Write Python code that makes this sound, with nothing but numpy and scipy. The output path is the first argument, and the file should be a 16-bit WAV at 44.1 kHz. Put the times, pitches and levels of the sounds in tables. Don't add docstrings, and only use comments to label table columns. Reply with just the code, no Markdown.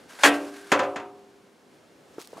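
import sys
import numpy as np
from scipy import signal
from scipy.io import wavfile

SR = 44100
rng = np.random.default_rng(int(sys.argv[2]) if len(sys.argv) > 2 else 0)


def materialize(psi):
    bounded = np.clip(np.atleast_2d(psi).T, -1, 1)
    quanta = np.round(bounded * 32767).astype(np.int16)
    wavfile.write(sys.argv[1], SR, quanta)


N = 105840
TIME = np.arange(N) / SR
MODE_RISE_CYCLES = 4.1

# f/Hz, side re mid/dB
BARREL_WIDTH = [(60, -15.5), (130, -21.5), (290, -30), (640, -34), (1410, -19.5), (3100, -15.5),
                (6820, -16.5), (15000, -15.5)]
# f/Hz, side re mid/dB
OPEN_WIDTH = [(60, -6.5), (150, -10.5), (380, -12), (950, -6.5), (2380, -6.5), (5980, -13), (15000, -19.5)]


def ram():
    # t/s, level/dB, treble cut-off/Hz
    contacts = [(0.188, -26, 2990), (0.233, -16.5, 15000), (.2350, 5.5, 6950), (.2385, -1.5, 11000),
                (0.2444, 1, 11000), (0.2507, 0, 12000), (0.2569, -2.5, 13000), (0.262, -4.5, 13900),
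                (.2720, -4.5, 7000)]
    ring_start_s = np.median([s for s, db, hz in contacts[:-1]])
    return shell_wash(contacts, column=1, crack_t60_s=0.056) + from_db(1) * delay(ring_start_s, modes(1))


def knocks():
    # t/s, level/dB, treble cut-off/Hz, relative mode level/dB
    contacts = [(0.718, 1, 10840, -0.5), (0.7918, -8.5, 6600, -3), (0.833, -19.5, 6200, -18.5),
                (.9600, -16, 7900, -16), (.9980, -27, 6000, -23.5)]
    tones = 0
    for s, _, cut_hz, ring_db in contacts:
        ring = lowpass(modes(column=2), 0.17 * cut_hz)
        tones += from_db(ring_db + 0.5) * delay(s, ring)
    return shell_wash(contacts, column=2, crack_t60_s=0.087) + tones


def shell_wash(contacts, column, crack_t60_s):
    # f/Hz, ram level/dB, knock level/dB, t60/s
    wash_bands = [(50, -61, -72, 0.62), (102, -54.5, -42.5, 0.85), (180, -58.5, -51.5, 0.49),
                  (280, -42, -42.5, 0.93), (550, -35.5, -31.5, 0.44), (1020, -42.5, -29.5, 0.6),
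                  (1690, -27, -24.5, 0.17), (2500, -34, -32.5, .36), (4580, -33, -34.5, 0.1),
                  (6500, -46.5, -49, .26), (10800, -36.5, -73, 0.18), (15000, -54.5, -70.5, .18)]
    # f/Hz, ram level/dB, knock level/dB
    crack_bands = [(60, -78, -92), (210, -48.5, -27), (500, -25, -27.5), (1500, -22.5, -31),
                   (3000, -20.5, -27.5), (4630, -52, -42.5), (6483, -22.5, -26), (9500, -30.5, -37.5),
                   (15000, -35.5, -38)]
    # f/Hz, left minus right/dB
    balance = [(500, 0), (1400, .4), (2800, .8), (5500, 1.5), (10000, .7)]
    response = force = 0
    for hz, band in noise_bands(BARREL_WIDTH):
        ring = from_db(at_hz(wash_bands, hz, column)) * decay(at_hz(wash_bands, hz, column=3))
        crack = from_db(at_hz(crack_bands, hz, column)) * decay(crack_t60_s)
        pan = from_db(np.array([[.5], [-.5]]) * at_hz(balance, hz))
        response += pan * band * (ring + crack)
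    for s, db, cut_hz, *_ in contacts:
        jitter_s = rng.normal(0, .0002)
        force += delay(s + jitter_s, from_db(db) * lowpass(signal.unit_impulse(N), cut_hz))
    shell = signal.fftconvolve(response, force[None], axes=1)[:, :N]
    return highpass(shell, hz=160)


def modes(column):
    # f/Hz, relative ram level/dB, relative knock level/dB, t60/s
    barrel_modes = [ (288, -15, -25, .62), (347, -36, -34, .7), (406, -22, -38, .28), (450, -28, -45, .4),
                    (519, -29, -29, .5), (534, -45, -27, .75), (576, -36, -25, .55), (595, -22, -32, .52),
                    (659, -30, -30, .45), (709, -24, -42, .55), (728, -45, -30, .78), (779, -27, -40, .5),
                    (796, -45, -30, .45), (932, -36, -27, .45), (1002, -24, -24, .3), (1138, -29, -32, .45),
                    (1210, -42, -30, .38), (1320, -21, -25, .3), (1531, -26, -33, .38),
                    (1579, -22, -34, .38), (1688, -14, -28, .14), (1757, -32, -30, .3),
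                    (1873, -20, -35, .28), (2015, -25, -33, .28), (2176, -25, -42, .24),
                    (2377, -24, -40, .22), (2527, -23, -32, .22), (2602, -23, -42, .22),
                    (2857, -25, -46, .2), (3216, -25, -46, .17), (3350, -23, -40, .13)]
    t, out = TIME[:SR], np.zeros(N)
    for row in barrel_modes:
        hz, t60_s = row[0], row[3]
        phase, twin_phase, split = rng.uniform(-1, 1, 3)
        twin_hz = hz + 7 * split / t60_s ** .5
        tone = np.sin(2 * np.pi * (hz * t + phase))
        twin = from_db(-15) * np.sin(2 * np.pi * (twin_hz * t + twin_phase))
        envelope = np.exp(-np.log(1000) * t / t60_s) * (1 - np.exp(-t * hz / MODE_RISE_CYCLES))
        out[:SR] += from_db(row[column]) * (tone + twin) * envelope
    return out


def hum(hz=398.5, t60_s=1.5):
    # t/s, level/dB
    blows = [(0.251, -33.5), (0.7181, -31)]
    rise = 1 - np.exp(-TIME * hz / MODE_RISE_CYCLES)
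    note = np.sin(2 * np.pi * hz * TIME) * decay(t60_s) * rise
    return sum(from_db(db) * delay(s, note) for s, db in blows)


def slide(wall_hz=1570):
    # t/s, level/dB
    envelope = [(0, -59), (.075, -65.5), (.095, -50.5), (.14, -48.5), (.175, -51), (.19, -45.5),
                (.228, -38), (.262, -24.5), (.29, -28), (.305, -51.5), (.35, -35.5), (.385, -49.5),
                (.45, -47), (.51, -52.5), (.565, -48), (.6, -51), (.66, -54), (.71, -47), (.76, -49.5),
                (1.1, -71.5)]
    # f/Hz, third-octave level/dB
    spectrum = [(100, -64), (400, -21.5), (800, -5.5), (1600, -2.5), (2500, -5), (5000, -5), (10000, -6.5),
                (15000, -19.5)]
    scrape = level(envelope) * coloured_noise(spectrum, BARREL_WIDTH) * grain(rate_hz=200, spread_db=1.5)
    resonance = signal.lfilter(*signal.iirpeak(wall_hz, Q=25, fs=SR), scrape)
    return scrape + from_db(6.5) * resonance


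def bumps():
    # t/s, level/dB, f/Hz, t60/s
    contacts = [(2.162, -55, 600, 0.018), (2.1823, -18, 404, 0.014), (2.3312, -24, 500, 0.015),
                (2.3695, -25.5, 1020, 0.0083), (2.379, -28.5, 680, 0.02)]
    # f/Hz, third-octave level/dB
    tail_spectrum = [(100, -42), (200, -15), (330, 3), (480, -2.5), (1200, 0), (2500, -27), (15000, -51)]
    tail_noise = from_db(-22.5) * coloured_noise(tail_spectrum, BARREL_WIDTH)
    out = 0
    for s, db, hz, t60_s in contacts:
        thud = lowpass(np.sin(2 * np.pi * hz * TIME) * decay(t60_s), hz=880)
        tail = tail_noise * delay(s, decay(t60_s=.18))
        out += from_db(db) * highpass(delay(s, thud) + tail, 0.8 * hz)
    return out


def leaves():
    # t/s, level/dB
    envelope = [(2.0, -88.5), (2.14, -66.5), (2.183, -66), (2.196, -48), (2.222, -47), (2.242, -53.5),
                (2.31, -61.5), (2.36, -61.5), (2.4, -55)]
    # f/Hz, third-octave level/dB
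    spectrum = [(200, -34.5), (1000, -6.5), (2500, 1), (6000, 5), (10000, 1), (15000, -5)]
    # t/s, level/dB
    snap_events = [(.345, -44), (2.2145, -44), (2.2738, -34)]
    hiss = coloured_noise(spectrum, OPEN_WIDTH)
    rustle = level(envelope) * grain(rate_hz=900, spread_db=3.5)
    snaps = sum(from_db(db) * delay(s, decay(t60_s=0.0039)) for s, db in snap_events)
    return hiss * (rustle + snaps)


def air():
    # t/s, level/dB
    envelope = [(0, -52), (.3, -56), (1.2, -56), (1.6, -58), (1.68, -57), (1.74, -55), (1.85, -56),
                (2.05, -55), (2.15, -53), (2.26, -58.5), (2.4, -48.5)]
    # f/Hz, third-octave level/dB
    spectrum = [(30, -46), (60, -22), (120, -11.5), (250, -0.5), (450, 1), (900, -5), (2000, -7.5),
                (6000, -10.5), (10000, -14), (15000, -22)]
    return level(envelope) * coloured_noise(spectrum, OPEN_WIDTH)


def noise_bands(width):
    white = rng.standard_normal((2, 2, N))
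    for k, hz in enumerate(1000 * 2 ** (np.arange(-14, 13) / 3)):
        sos = signal.butter(2, [hz / 1.1225, hz * 1.1225], "band", fs=SR, output="sos")
        mid, side = signal.sosfilt(sos, white[k % 2])[:, ::-1]
        yield hz, unit_rms(mid + np.array([[1], [-1]]) * side * from_db(at_hz(width, hz)))


def coloured_noise(spectrum, width):
    return unit_rms(sum(from_db(at_hz(spectrum, hz)) * band for hz, band in noise_bands(width)))


def grain(rate_hz, spread_db):
    steps = rng.standard_normal(N)
    return unit_rms(from_db(spread_db * np.interp(TIME * rate_hz, np.arange(N), steps)))


def at_hz(table, hz, column=1):
    table = np.array(table)
    return np.interp(np.log(hz), np.log(table[:, 0]), table[:, column])


def level(envelope):
    return from_db(np.interp(TIME, *np.transpose(envelope)))


def from_db(db):
    return 10 ** (np.asarray(db) / 20)


def unit_rms(x):
    return x / np.sqrt(np.mean(x ** 2) + 1e-20)


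def decay(t60_s):
    return np.exp(-np.log(1000) * np.minimum(TIME / t60_s, 10))


def delay(s, x):
    start = int(s * SR)
    return np.concatenate([np.zeros(x.shape[:-1] + (start,)), x[..., :N - start]], axis=-1)


def lowpass(x, hz):
    return signal.sosfilt(signal.butter(2, min(hz, SR / 2 - 100), fs=SR, output="sos"), x + 1e-18)


def highpass(x, hz):
    return signal.sosfilt(signal.butter(2, hz, "high", fs=SR, output="sos"), x + 1e-18)


def scene():
    return ram() + knocks() + hum() + slide() + leaves() + bumps() + air()


def record(dry):
    stopband_hz = 16900
    return signal.sosfilt(signal.cheby2(12, 70, stopband_hz, fs=SR, output="sos"), np.tanh(dry))


dry = scene()
out = record(dry)
materialize(out)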